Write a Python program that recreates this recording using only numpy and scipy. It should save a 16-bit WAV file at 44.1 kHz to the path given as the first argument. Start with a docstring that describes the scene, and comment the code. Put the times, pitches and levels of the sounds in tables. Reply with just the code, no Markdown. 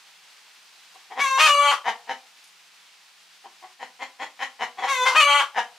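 """Hen cackling among leafy branches

A hen cackles twice, a few metres from the microphone. Her short clucks are uneven pulses ringing in crop
and windpipe; they lead up to a drawn-out note that breaks into a loud squawk, then more clucks follow.
The long notes are pulse trains of the syrinx, shaped by throat and beak; a hoarse yelp precedes the second squawk.
Sparse echoes make the yard; filtered noise and a drone make the faint, even hiss, noise bursts the leaf ticks.
"""
import sys
import numpy as np
from scipy import signal
from scipy.fft import rfft, irfft
from scipy.io import wavfile
from scipy.ndimage import uniform_filter1d, minimum_filter1d

SR = 44100
rng = np.random.default_rng(int(sys.argv[2]) if len(sys.argv) > 2 else 0)


def log_audio(samples):
    """Write samples as a 16-bit WAV file to the path given in sys.argv[1]."""
    # one column per channel
    frames = np.atleast_2d(samples).T
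    # limit to full scale, then quantise
    limited = np.clip(frames, -1, 1)
    pcm = np.round(limited * 32767).astype(np.int16)
    wavfile.write(sys.argv[1], SR, pcm)


N = 254889  # length [samples]
BINS = abs(np.fft.fftfreq(2048, 1 / SR))  # frequencies at which filters are drawn [Hz]

# Throat with the beak nearly shut: (frequency [Hz], level [dB])
SHUT_THROAT = [(150, -43.5), (300, -22), (530, -23), (800, -13.5), (1080, 1), (1600, -10.5), (2150, -3),
               (2700, -15), (3200, -18), (3650, -13), (5100, -33), (5900, -21.5), (8500, -35.5),
               (15500, -49)]


def amp(db):
    """Decibels to gain."""
    return 10 ** (np.asarray(db) / 20)


def unit(x):
    """Scales to rms 1."""
    return x / np.sqrt(np.mean(x ** 2) + 1e-20)


def read(points, hz):
    """Reads a spectrum on a log-frequency axis."""
    f, value = np.transpose(points)
    return np.interp(np.log(hz + 1), np.log(f + 1), value)


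def follow(rows, t):
    """Reads every column of a curve table at the times t."""
    s, *columns = np.transpose(rows)
    return [np.interp(t, s, column) for column in columns]


def add(mix, s, sound):
    """Mixes a sound in at time s."""
    part = mix[round(s * SR):][:len(sound)]
    part += sound[:len(part)]


def band(x, lo_hz, hi_hz):
    """Steep band-pass without delay."""
    sos = signal.butter(4, [lo_hz, min(hi_hz, .49 * SR)], "band", fs=SR, output="sos")
    return signal.sosfiltfilt(sos, x, padtype="even")


def wander(size, hz):
    """Slow random drift of rms 1, up to about the given rate."""
    f = np.fft.rfftfreq(size, 1 / SR)
    return unit(irfft(rfft(rng.standard_normal(size)) / (1 + (f / hz) ** 4), size))


def colour(x, db):
    """Causal filter with the given gain at each of BINS."""
    ring = np.fft.ifft(np.exp(np.conj(signal.hilbert(np.log(amp(db)))))).real
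    return signal.fftconvolve(x, ring)[:len(x)]


def hiss(drift_db=0.55, hum_hz=172, hum_db=-85.5):
    """Even outdoor hiss, most alike at both ears in the lower range, with a faint, far, wavering drone."""
    # Spectrum of the hiss: (frequency [Hz], relative level [dB per Hz])
    hiss_spectrum = [(30, -64), (100, -50), (170, -18.5), (300, -19.5), (400, -15), (560, -14), (830, -5),
                     (1300, -4), (2700, -1), (4800, -3.5), (9000, -12.5), (13000, -19.5), (15500, -22.5)]
    # Slow course of its level: (time [s], level [dB])
    hiss_course = [(0, -52.5), (.9, -52), (2.6, -53.5), (4.3, -54.5), (5.78, -52.5)]
    # Likeness of the two ears: (frequency [Hz], left-right correlation [share])
    ear_likeness = [(60, 0.81), (180, 0.99), (550, 0.94), (1650, 0.69), (4970, 0.637), (15000, 0.15)]
    hz = np.fft.rfftfreq(N, 1 / SR)
    left, other = rfft(rng.standard_normal((2, N)))
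    same = np.clip(read(ear_likeness, hz), -1, 1)
    right = same * left + np.sqrt(1 - same ** 2) * other
    noise = unit(irfft(np.array([left, right]) * amp(read(hiss_spectrum, hz)), N))
    level_db = follow(hiss_course, np.arange(N) / SR)[0] + drift_db * wander(N, 14)
    turns = np.cumsum(hum_hz * (1 + 0.0066 * wander(N, 21))) / SR
    drone = np.sin(2 * np.pi * turns) * (1 + .4 * wander(N, 6))
    return noise * amp(level_db) + amp(hum_db) * drone


def leaves(decay_s=0.015):
    """Dry leaves tick: brief bursts of spiky noise that die away at once."""
    # Leaf ticks: (time [s], level before the decay [dB])
    leaf_ticks = [(.945, -58), (2.44, -51.5), (2.475, -53), (3.21, -60)]
    out, t = np.zeros(N), np.arange(SR // 10) / SR
    for s, db in leaf_ticks:
        crackle = unit(band(rng.standard_normal(len(t)) ** 3, 2000, 11600))
        add(out, s, amp(db) * np.exp(-t / decay_s) * crackle)
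    return out


def cluck(s, db, hz, lift_db, stretch, jitter=.08, shimmer=0.38, air=0.37, fall_s=.01, sag=0.089, shift=0.027):
    """A few slow, uneven pulses that swell and are cut short, ringing in crop and windpipe."""
    # Resonances of the crop: (frequency [Hz], width [Hz], level [dB])
    crop = [(230, 51, -15), (475, 115, -6.5), (769, 93, 5)]
    # Resonances of the windpipe before its stretch: (frequency [Hz], width [Hz], level [dB])
    windpipe = [(982, 99, 4.5), (1320, 140, -8), (1870, 194, 2.5), (2290, 300, -8), (3070, 157, -4),
                (3930, 360, -15.5), (5197, 98, -16), (6260, 830, -25.5), (9800, 3100, -44)]
    swell_s = 9.1 / hz  # builds up over about nine pulses
    t = np.arange(-1.15 * swell_s, .06, 1 / SR)
    push = np.exp(-np.where(t < 0, 1.9 * (t / swell_s) ** 2, abs(t) / fall_s))
    # the rate arches with the push
    turns = np.cumsum(hz * (1 + sag * (push - .7) + jitter * wander(len(t), 150))) / SR
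    pulses = np.diff(np.floor(turns), prepend=0) * np.exp(shimmer * rng.standard_normal(len(t)))
    puffs = (.3 + np.exp(-(turns % 1) / 0.41)) * rng.standard_normal(len(t))

    modes = list(crop)
    for f, width, gain in windpipe:
        modes.append((f * stretch * (1 + shift * rng.uniform(-1.64, 1)), width, gain))
    power = sum(amp(gain) ** 2 / (1 + ((BINS - f) / width) ** 2) ** 2 for f, width, gain in modes)
    throat_db = 10 * np.log10(power)
    throat_db += lift_db * read([(1000, 0.063), (1900, 0.86)], BINS)
    throat_db += read([(70, -43), (175, -22)], BINS)
    # forceful clucks are thinner in the bass
    throat_db -= 1.16 * max(db + 29.5, 0) * read([(300, 1), (750, 0)], BINS)
    sound = colour((unit(pulses) + air * unit(puffs)) * push, throat_db)
    loudest = np.sqrt(uniform_filter1d(sound ** 2, size=700).max())
    return s + t[0], amp(db) * sound / loudest


def scatter(x, start_s, t60_of):
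    """Two unrelated trains of sparse echoes, each band dying at its own speed."""
    count, spacing = 1500, 20  # one echo in every 20 samples
    taps = np.zeros((2, count * spacing))
    places = np.arange(count) * spacing + rng.integers(0, spacing, (2, count))
    np.put_along_axis(taps, places, rng.choice([-1., 1.], (2, count)), 1)
    hz, t, z = signal.stft(taps, SR, nperseg=256)
    decay = amp(-60 * t / read(t60_of, hz)[:, None])
    tail = signal.istft(z * decay, SR, nperseg=256)[1]
    tail = np.pad(tail / np.linalg.norm(tail[0]), ((0, 0), (round(start_s * SR), 0)))
    return signal.fftconvolve(x[None], tail, axes=1)[:, :N]


def yard(x):
    """Leaves and trunks close by scatter the treble most; the farther yard adds a weak tail, bass near the middle."""
    # Decay of the farther yard: (frequency [Hz], time to fall by 60 dB [s])
    yard_decay = [(200, .6), (800, 0.55), (2000, 0.13), (5000, 0.15), (14000, 0.87)]
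    # Width of the echoes: (frequency [Hz], side gain against middle [dB])
    echo_spread = [(200, -28), (600, -23.5), (1500, -9.5), (4000, -7), (10000, 0.5)]
    near = scatter(x, .004, [(300, 0.24), (2000, .19), (10000, 0.18)])
    near_db = read([(300, -4.0), (1000, -3.5), (3000, -0.5), (8000, 6.5)], BINS)
    near = np.array([colour(part, near_db) for part in near])
    middle, side = near + amp(-17.5) * scatter(x, .025, yard_decay)
    side = colour(side, read(echo_spread, BINS))
    return np.array([middle + side, middle - side])


def syrinx(hz, rough, half, jitter=0.0788, waver=0.0027, air=0.89, flutter=0.6, fizz_db=-19):
    """Membrane pulses; weakening every other one gives half lines, roughness shakes them and lets air through."""
    size = len(hz)
    turns = np.cumsum(hz * (1 + jitter * rough * wander(size, 220) + waver * wander(size, 47))) / SR
    whole = sum(np.cos(2 * np.pi * k * turns) for k in range(1, 30))
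    between = sum(np.cos(2 * np.pi * (k - .5) * turns) for k in range(1, 30))
    pulses = unit(whole + half * between) * np.exp(flutter * rough * wander(size, 200))
    puffs = unit((0.16 + np.exp(-(turns / 2 % 1) / 0.49)) * rng.standard_normal(size))
    fizz = band(puffs, 4000, 16200)  # the treble is always a little airy
    return (1 - 0.73 * rough) * pulses + air * rough * puffs + amp(fizz_db) * fizz


def resonate(x, hz, width_hz):
    """A resonance of gain 1 that follows the curve hz."""
    turn = np.exp(2j * np.pi * np.cumsum(hz) / SR)
    r = np.exp(-np.pi * width_hz / SR)
    return 2 * (turn * signal.lfilter([1 - r], [1, -r], x / turn)).real


def steady(x, size=400):
    """Holds the running rms at 1."""
    return x / np.sqrt(abs(uniform_filter1d(x ** 2, size=size)) + 1e-12)


def bump(t, s, half_length, squareness=2.87):
    """A push of breath: 1 at time s, falling to 0 on both sides."""
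    return np.exp(-abs((t - s) / half_length) ** squareness)


def ramp(t, length):
    """Rises from 0 to 1 over the given length of time."""
    return np.clip(t / length, 0, 1)


def voice(t, hz, rough, half, throat, beak_hz, beak_db, levels_db, edge_s=.014):
    """Syrinx through throat and beak; levels_db sets the lowest resonance, the ring above it and the rasp."""
    # Throat strained wide in a harsh break: (frequency [Hz], level [dB])
    strained_throat = [(150, -76.5), (320, -26), (550, -14.5), (1050, 1), (1500, -5.5), (2500, -10),
                       (3200, -11), (4000, -14.5), (5800, -19.5), (9000, -32), (15500, -45.5)]
    source = syrinx(hz, np.clip(rough, 0, 1), np.clip(half, 0, 1))
    strain = np.clip(3 * (rough - .06), 0, 1)  # the throat widens as the voice breaks
    relaxed = colour(source, read(throat, BINS))
    strained = colour(source, read(strained_throat, BINS))
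    sound = (1 - strain) * relaxed + strain * strained
    ringing = sound + amp(beak_db) * resonate(sound, beak_hz, width_hz=88)
    registers = [band(sound, 279, 1448), band(ringing, 1405, 3610), band(sound, 3486, 18000)]
    note = sum(amp(db) * steady(x) for x, db in zip(registers, levels_db))
    return t[0], note * ramp(np.minimum(t - t[0], t[-1] - t), edge_s)


def drawl(row, levels, gain_db=-2, push_db=6, rasp_db=-40.5, rasp_push_db=3.0, push_beak_hz=2220,
          attack_db=-14, attack_s=.022, creak=.6, creak_s=0.022, rough_held=.055, rough_push=0.04, half_push=.22):
    """Starts in a creak, overshoots in pitch and brightness with the push, then settles on a clean held note."""
    start, end, held_hz, push_s, push_length, overshoot, beak_hz, ring_db, chest_db = row
    t = np.arange(start, end, 1 / SR)
    push = bump(t, push_s, push_length, squareness=2)
    onset = bump(t, start, creak_s)
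    hz = held_hz * (1 + overshoot * push)
    rough = rough_held + rough_push * push + creak * onset
    upper_db = attack_db * (1 - ramp(t - start, attack_s))
    levels_db = (follow(levels, t)[0] + gain_db,
                 upper_db + ring_db + push_db * push,
                 upper_db + rasp_db + rasp_push_db * push)
    throat = [(f, db + chest_db * (400 < f < 700)) for f, db in SHUT_THROAT]
    return voice(t, hz, rough, half_push * push + onset, throat,
                 beak_hz + (push_beak_hz - beak_hz) * push, beak_db=4.5, levels_db=levels_db)


def squawk(row, levels, gain_db=-3.7, overshoot=.092, scoop=.1, scoop_s=.02, droop=.12, break_s=.034,
           rough_held=0.055, rough_onset=.55, rough_break=0.73, rough_pulsing=0.041,
           push_beak_hz=2500, held_beak_hz=2870, late_beak_hz=3170, beak_lead_s=0.038,
           push_db=12.0, relax_s=0.048, pulsing_db=5, rasp_push_db=13, attack_db=-13, release_db=-9):
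    """Scoops up to a harsh high push, drops to a held note, slips into strong-weak pulsing, ends in a droop."""
    # Throat with the beak wide open: (frequency [Hz], level [dB])
    open_throat = [(150, -67.5), (330, -35), (580, -15.5), (950, -7), (1350, 3), (1730, -18), (2050, 0),
                   (2400, -6), (3150, -7.5), (3900, -24.5), (4450, -13.5), (5050, -41.5), (5550, -36.5),
                   (6200, -24), (9500, -34), (15500, -53)]
    start, end, held_hz, push_s, push_length, harsh, pulsing_s, growth_s, ring_db, rasp_db = row
    t = np.arange(start, end, 1 / SR)
    push, onset, ending = bump(t, push_s, push_length), bump(t, start, scoop_s), bump(t, end, break_s)
    pulsing = ramp(t - pulsing_s, growth_s)
    hz = held_hz * (1 + overshoot * push - scoop * onset - droop * ending)
    # the push is roughest while the pitch jumps
    rough = rough_held + harsh * push * (3.3 - 3 * push)
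    rough = rough + rough_onset * onset + rough_break * ending + rough_pulsing * pulsing
    late = ramp(t - pulsing_s + beak_lead_s, beak_lead_s)
    beak_hz = held_beak_hz + (push_beak_hz - held_beak_hz) * push + (late_beak_hz - held_beak_hz) * late
    # the brightness ebbs after the push
    force = np.exp(-np.maximum(t - push_s - push_length / 2, 0) / relax_s)
    upper_db = pulsing_db * pulsing + attack_db * onset + release_db * ending
    levels_db = (follow(levels, t)[0] + gain_db,
                 upper_db + ring_db + push_db * force,
                 upper_db + rasp_db + rasp_push_db * force)
    return voice(t, hz, rough, 1.5 * harsh * push + 0.85 * pulsing, open_throat, beak_hz, beak_db=7,
                 levels_db=levels_db)


def yelp(start, end, hz, push_s, push_length, overshoot=.04, rough=.42, half=0.33, beak_hz=2100, fade_s=0.027):
    """One hoarse push that flares up and fades to a weak tone."""
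    t = np.arange(start, end, 1 / SR)
    push = bump(t, push_s, push_length)
    force = np.where(t < push_s, push, bump(t, push_s, fade_s, squareness=1.4))
    levels_db = [weak_db + rise_db * force for weak_db, rise_db in [(-27, 8.7), (-40.5, 20.3), (-44.5, 12)]]
    return voice(t, hz * (1 + overshoot * push), rough * ramp(t - start, 0.021), half * push, SHUT_THROAT,
                 np.full(len(t), beak_hz), beak_db=5.5, levels_db=levels_db)


def scene():
    """The hen a little to the left, her echoes, and the background."""
    # Clucks: (peak of the push [s], level [dB], nominal pulse rate [Hz], treble lift [dB],
    # stretch of the windpipe's resonances [factor])
    cluck_rows = [(.962, -52, 348, -19, 1.07), (1.126, -38, 385, -10, 1.02),
                  (1.194, -28, 250.5, -5.5, 1.04), (1.885, -21, 235, -4, 0.974),
                  (2.111, -28.5, 246.4, -1.5, 0.97), (3.46, -43.5, 367.3, -12, 1.04),
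                  (3.644, -41.5, 372, -13, 1.06), (3.83, -34.5, 258, -1, 1.03),
                  (4.029, -32, 268.2, 0, 1.05), (4.228, -31.5, 259.5, -1, 1.06),
                  (4.43, -26.5, 254.7, 3, 1.03), (4.631, -25, 246.2, -2.5, 1.02),
                  (4.797, -32.5, 383, -6.5, 1.07), (4.849, -23.5, 255.4, -4, 1.014),
                  (5.588, -20.5, 233.6, -3, 0.96)]
    # Drawn-out notes: (start [s], end [s], held pitch [Hz], opening push [s], its half length [s],
    # pitch overshoot [share], beak resonance [Hz], ring of the throat once the push has ebbed [dB],
    # lift of the fundamental [dB])
    drawl_rows = [(1.18, 1.394, 533, 1.213, .038, .062, 2690, -31, -1.5),
                  (4.865, 5.055, 505.1, 4.902, .04, .096, 3540, -32.5, 7)]
    # Lowest throat resonance before the drawl's gain, one curve a note: (time [s], level [dB])
    drawl_curves = [
        [(1.19, -41), (1.198, -28.5), (1.262, -20.5), (1.292, -29.5), (1.316, -20), (1.375, -21)],
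        [(4.87, -29.5), (4.926, -19.5), (4.936, -29), (4.968, -28.5), (5.016, -20), (5.04, -20)],
    ]
    # Squawks: (start [s], end [s], held pitch [Hz], opening push [s], its half length [s], harshness [0-1],
    # onset of strong-weak pulsing [s], its growth time [s], ring of the throat once the push has ebbed [dB],
    # rasp once the push has ebbed [dB]); the pulsing and the ending shift ring and rasp further
    squawk_rows = [(1.372, 1.755, 574.7, 1.437, .042, 0.36, 1.6, 0.081, -29.5, -41),
                   (5.14, 5.439, 575.9, 5.182, .027, .18, 5.265, 0.034, -27.5, -42.5)]
    # Lowest throat resonance before the squawk's gain, one curve a note: (time [s], level [dB])
    squawk_curves = [
        [(1.375, -17.5), (1.477, -20), (1.491, -12.5), (1.531, -18), (1.551, -12), (1.691, -13), (1.745, -24.5)],
        [(5.145, -19), (5.157, -15.5), (5.255, -17), (5.273, -13), (5.399, -17.5), (5.43, -24)],
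    ]
    # Hoarse yelp: (start [s], end [s], pitch before the overshoot [Hz], push [s], its half length [s])
    yelp_row = (5.04, 5.15, 503, 5.074, .02)
    # Lean to the left: (frequency [Hz], left minus right [dB])
    left_lean = [(60, 3), (180, -1), (550, 1), (1650, 4), (4970, 1.5), (15000, -0.5)]

    notes, clucks = np.zeros((2, N))
    for row in cluck_rows:
        add(clucks, *cluck(*row))
    for row, levels in zip(drawl_rows, drawl_curves):
        add(notes, *drawl(row, levels))
    for row, levels in zip(squawk_rows, squawk_curves):
        add(notes, *squawk(row, levels))
    add(notes, *yelp(*yelp_row))
    echoes = yard(amp(-1.0) * notes + amp(1.0) * clucks)
    left, right = notes + clucks + echoes
    lean_db = read(left_lean, BINS) / 2
    hen = np.array([colour(left, lean_db), colour(right, -lean_db)])
    return hen + hiss() + leaves()


def record(dry, edge_hz=15650):
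    """A smooth peak limiter, then a steep low-pass that ends the treble."""
    gain = np.minimum(1, .8 / (abs(dry).max(0) + 1e-9))
    gain = uniform_filter1d(minimum_filter1d(gain, size=500), size=500)
    low_pass = signal.firwin(511, edge_hz, window=("kaiser", 9), fs=SR)
    return signal.oaconvolve(dry * gain, low_pass[None], "same")


dry = scene()
out = record(dry)
log_audio(out)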